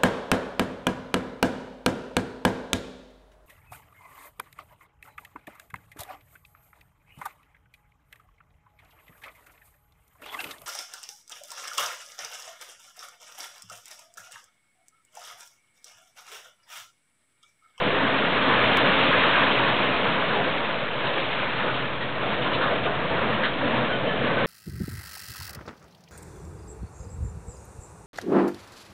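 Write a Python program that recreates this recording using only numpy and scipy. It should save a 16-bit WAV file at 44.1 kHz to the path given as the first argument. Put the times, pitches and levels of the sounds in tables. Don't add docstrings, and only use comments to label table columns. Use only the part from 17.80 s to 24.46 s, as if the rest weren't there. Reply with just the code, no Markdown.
import sys
import numpy as np
from scipy import signal
from scipy.io import wavfile

SR = 44100
rng = np.random.default_rng(int(sys.argv[2]) if len(sys.argv) > 2 else 0)


def pcm_store(signal):
    levels = np.round(np.clip(np.atleast_2d(signal), -1, 1) * 32767)
    wavfile.write(sys.argv[1], SR, levels.astype(np.int16).T)


N = 293706
TIME = np.arange(N) / SR


def from_db(db):
    return 10 ** (np.asarray(db) / 20)


def rms(x):
    return np.sqrt(np.mean(x ** 2))


def rms_one(x):
    return x / np.sqrt(np.mean(x ** 2) + 1e-20)


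def in_time(rows):
    seconds, *columns = np.transpose(rows)
    return [np.interp(TIME, seconds, column) for column in columns]


def at_hz(points, hz):
    points_hz, values = np.transpose(points)
    return np.interp(np.log(hz), np.log(points_hz), values)


def band(x, low_hz, high_hz, order=2):
    edges = [low_hz, min(high_hz, .45 * SR)]
    sos = signal.butter(order, edges, "band", fs=SR, output="sos")
    return signal.sosfilt(sos, x + 1e-18)


def drift(rate_hz):
    step = 40
    r = np.exp(-2 * np.pi * step * rate_hz / SR)
    noise = rng.standard_normal(N // step + 2002)
    slow = signal.lfilter([1], [1, -2 * r, r * r], noise)[2000:]
    return np.interp(np.arange(N) / step, np.arange(len(slow)), rms_one(slow))


def resonate(x, hz, width_hz):
    r = np.exp(-np.pi * width_hz / SR)
    numerator = np.array([1, 0, -1]) * (1 - r * r) / 2
    denominator = [1, -2 * r * np.cos(2 * np.pi * hz / SR), r * r]
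    return signal.lfilter(numerator, denominator, x + 1e-18)


def add(out, s, sound):
    start = int(np.clip(round(s * SR), 0, N - 1))
    out[start:start + len(sound)] += sound[:N - start]


def gate(s, attack, hold, release):
    rise = (TIME - s) / attack
    fall = 1 - (TIME - s - hold) / release
    return np.clip(np.minimum(rise, fall), 0, 1)


def knocks(per_s, spread_db, size):
    chance, weight = rng.random((2, size))
    at = np.flatnonzero(chance < per_s / SR)
    heaviness = np.minimum(-np.log(weight[at] + 1e-9), 4)
    clicks = np.zeros(size)
    clicks[at] = from_db(spread_db * heaviness) * (-1.) ** at
    return clicks


# time in seconds, level in dB before the trim in ground().
GROUND_SHAKE = [(0.0, -45), (0.33, -49), (0.95, -41.5), (2.99, -56), (5.47, -41), (5.77, -45),
                (6.66, -43.5)]


def ground(trim_db=-1.5):
    level_db, = in_time(GROUND_SHAKE)
    rumble = band(knocks(470, 3.5, size=N), 60, 120, order=3)
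    return from_db(level_db + trim_db) * rms_one(rumble)


# time in seconds, load from 0 to 1.
ENGINE_LOAD = [(0, .1), (1.5, .2), (3.0, 0), (3.7, .2), (3.82, .85), (4.8, .75), (6.66, 1)]


def excavators():
    load, = in_time(ENGINE_LOAD)
    beat_db = -62 + 11 * load
    drone_db = -50 + 11 * load
    drone_hz = 121.3 + 11 * load
    beat_hz = 46.6 * (1 + 0.013 * drift(1.9))
    firing = 2 * np.pi * np.cumsum(beat_hz) / SR
    beat = np.sin(firing) + from_db(-9.0) * np.sin(2 * firing)
    turning = 2 * np.pi * np.cumsum(drone_hz * (1 + .018 * drift(12))) / SR
    swell = np.sin(2 * np.pi * 6.7 * TIME + drift(2))
    throb = 1 + 0.23 * swell + .4 * drift(14)
    drone = (np.sin(turning) + from_db(-9) * np.sin(2 * turning)) * throb
    return from_db(beat_db) * rms_one(beat) + from_db(drone_db) * rms_one(drone)


# start in seconds, length in seconds, centre pitch in Hz, level in dB.
PULLS = [(0, 3.1, 271, -37), (4.567, 0.22, 261, -35), (5.4, 0.27, 221.7, -36), (5.83, 0.28, 229, -33),
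         (6.292, 0.58, 227, -38)]


def groans(attack_s=.07, fade_share=0.38):
    waver = 1 + .02 * drift(14.6)
    flutter = from_db(3 * drift(24))
    out = 0
    for s, length, hz, level_db in PULLS:
        fade = fade_share * length
        phase = 2 * np.pi * np.cumsum(hz * waver) / SR
        tone = rms_one(np.sin(phase) * flutter)
        out = out + from_db(level_db) * gate(s, attack_s, length - fade, fade) * tone
    return out


# start in seconds, length in seconds, pitch in Hz, level in dB.
STEEL_SQUEALS = [(4.204, 0.057, 1900, -35.5), (6.08, 0.11, 1483, -34), (6.11, 0.065, 3090, -36.5),
                 (6.259, 0.1, 3063, -37.5), (6.258, 0.089, 1720, -35), (6.38, 0.44, 1530, -35.5),
                 (6.44, 0.12, 1600, -38.5)]


def steel(width_hz=22, size=20000):
    out = np.zeros(N)
    for s, length, hz, level_db in STEEL_SQUEALS:
        friction = rng.standard_normal(2 * size)
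        tone = resonate(resonate(friction, hz, width_hz), hz, width_hz)[size:]
        swell = np.sqrt(np.abs(np.sin(np.pi * np.clip(TIME[:size] / length, 0, 1))))
        add(out, s, from_db(level_db) * rms_one(tone * swell) * rms(swell))
    return out


# delay in seconds, level in dB against the direct sound.
WALL_ECHOES = [(.014, -11), (.03, -10)]


def yard(x, tail_db, t60_s=0.48, size=40000):
    response = rng.standard_normal(size) * from_db(-60 * TIME[:size] / t60_s)
    response *= from_db(tail_db) / np.linalg.norm(response)
    response[0] += 1
    for delay, level_db in WALL_ECHOES:
        scatter = rng.standard_normal(128) * np.hanning(128)
        add(response, delay, from_db(level_db) * scatter / np.linalg.norm(scatter))
    return signal.fftconvolve(x, response / np.linalg.norm(response))[:N]


def impacts(table, breadth, per_s, spread_db, rise_s, crush_s, t60, size=20000):
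    out, age = np.zeros(N), TIME[:size]
    settling = from_db(-60 * np.maximum(age - crush_s, 0) / t60)
    shape = (1 - np.exp(-age / rise_s)) * settling
    for s, level_db, hz in table:
        clicks = knocks(per_s, spread_db, size=size)
        contacts = band(clicks, hz / (1 + breadth), hz * (1 + breadth), order=3)
        add(out, s, from_db(level_db) * rms_one(contacts * shape) * rms(shape))
    return out


# time in seconds, level in dB before the trim in thuds(), pitch in Hz.
HEAVY_LANDINGS = [(.125, -22.5, 280), (.22, -21.5, 226), (.67, -20, 270), (.95, -34, 85),
                  (1.23, -21.5, 302), (2.555, -18, 542), (3.355, -23, 488), (3.83, -23.5, 401),
                  (4.444, -25, 560), (4.66, -32, 254), (4.895, -19.5, 570), (5.045, -20, 518),
                  (5.27, -34, 85), (5.30, -24.5, 645), (5.42, -24, 510), (5.43, -29, 225),
                  (5.83, -23.5, 270), (5.925, -25, 526), (6.22, -22.5, 566), (6.51, -25, 240)]


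def thuds(trim_db=-4.0):
    return from_db(trim_db) * impacts(HEAVY_LANDINGS, breadth=0.45, per_s=2000, spread_db=1.5,
                                      rise_s=0.008, crush_s=0.021, t60=0.18)


# time in seconds, level in dB, pitch in Hz.
BRITTLE_BURSTS = [(1.32, -22.5, 1500), (1.375, -28, 2900), (1.41, -24.5, 1590), (1.54, -22.5, 1400),
                  (2.262, -26.5, 1146), (3.245, -30.5, 3900), (3.394, -33.5, 3700), (3.757, -29.5, 4200),
                  (3.88, -29.5, 1195), (3.93, -31, 3500), (4.21, -34, 3820), (4.62, -33, 3100),
                  (4.65, -27.5, 1190), (4.727, -27, 3700), (4.81, -24.5, 1200), (4.815, -30.5, 3200),
                  (4.855, -25.5, 1200), (5.034, -31, 2800), (5.05, -29, 1190), (5.628, -24, 1600),
                  (5.635, -25.5, 3600)]


def cracks():
    return impacts(BRITTLE_BURSTS, breadth=.32, per_s=2500, spread_db=2.2,
                   rise_s=.001, crush_s=.027, t60=.085)


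# time in seconds, flow in dB.
POUR_FLOW = [(0.0, -32), (0.61, -28.5), (0.88, -24.5), (1.52, -24.5), (3.11, -35), (3.56, -31.5),
             (4.2, -37)]
# time in seconds, coarseness in dB.
FLOW_COARSENESS = [(0, 4.5), (.55, 0), (.8, -1.5), (1.5, -3.5), (2.65, 1.45), (3.6, -2.4), (4.3, 1),
                   (5.0, 6), (5.8, 5), (6.66, 8.5)]
# start in seconds, length in seconds, rise of the flow in dB.
HEAP_SLIDES = [(3.202, 0.21, 1.4), (3.768, 0.28, 1), (4.4, 0.51, 3), (5.278, 0.27, 2), (5.806, 0.23, 3),
               (6.2, 0.17, 0.5), (6.41, .3, 2)]
# level against the flow in dB before the trims in rubble(),
# share of the coarseness that it follows.
SIZE_BALANCE = [(-4.5, 1.0), (0.12, 0.84), (2, 0.46), (0.4, 0.2)]


def size_levels(attack_s=0.04, release_s=.1):
    flow_db, = in_time(POUR_FLOW)
    coarse_db, = in_time(FLOW_COARSENESS)
    for s, length, rise_db in HEAP_SLIDES:
        flow_db = flow_db + rise_db * gate(s, attack_s, length, release_s)
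    return [flow_db + level_db + share * coarse_db for level_db, share in SIZE_BALANCE]


# frequency in Hz, relative power per Hz in dB.
RUBBLE_COLOUR = [(85, -26), (120, -5.5), (165, -3), (270, -3), (370, -2), (510, 1.5), (660, 0.5), (820, -2),
                 (1060, -1), (1400, -4), (1750, -1.5), (2000, -2), (2600, -5.5), (3350, -7.5)]


def fragments(low_hz, high_hz, per_s, spread_db, damping, surge_db, count=24):
    out = 0
    for hz in low_hz * (high_hz / low_hz) ** ((np.arange(count) + .5) / count):
        rings = resonate(knocks(per_s / count, spread_db, size=N), hz, damping * hz)
        out = out + rms_one(rings) * np.sqrt(hz) * from_db(at_hz(RUBBLE_COLOUR, hz))
    stream = band(out, 0.97 * low_hz, 0.94 * high_hz)
    return rms_one(stream * from_db(surge_db * drift(4.3)))


SIZE_BORDERS = [85, 380, 800, 2000, 4800]


def rubble():
    slabs_db, blocks_db, bricks_db, grit_db = size_levels()
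    flicker_db = 0.44 * drift(23)
    slabs = fragments(*SIZE_BORDERS[0:2], per_s=2000, spread_db=1.5, damping=0.1, surge_db=0.0)
    blocks = fragments(*SIZE_BORDERS[1:3], per_s=1800, spread_db=1.5, damping=0.044, surge_db=0.04)
    bricks = fragments(*SIZE_BORDERS[2:4], per_s=4000, spread_db=1.5, damping=0.048, surge_db=1.05)
    grit = fragments(*SIZE_BORDERS[3:5], per_s=7600, spread_db=1.0, damping=0.059, surge_db=0.13)
    coarse = from_db(slabs_db + 1.7) * slabs + from_db(blocks_db + 0.53) * blocks
    fine = from_db(bricks_db + 0.92) * bricks + from_db(grit_db + 1.08) * grit
    return coarse + from_db(flicker_db) * fine


def scene():
    machines = excavators() + groans()
    blows = yard(thuds() + cracks(), tail_db=-12.5)
    return (ground() + machines + steel() + blows + rubble())[None]


def overload(x, ceiling=.31):
    return x / (1 + (x / ceiling) ** 4) ** .25


def record(dry):
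    treble_hz, cutoff_hz = 3880, 15900
    offset, tick_s = -.02, .9722
    dull = signal.firwin(121, treble_hz, window=("kaiser", 8), fs=SR)
    muffled = signal.fftconvolve(overload(dry), dull[None], mode="same", axes=1)
    tick = np.zeros(N)
    snap = from_db(-14) * np.exp(-TIME / .0003)
    add(tick, tick_s, band(snap, 1500, 19000, order=1))
    steep = signal.ellip(10, .2, 80, cutoff_hz, fs=SR, output="sos")
    return signal.sosfilt(steep, muffled + tick + offset)


dry = scene()
out = record(dry)
pcm_store(out)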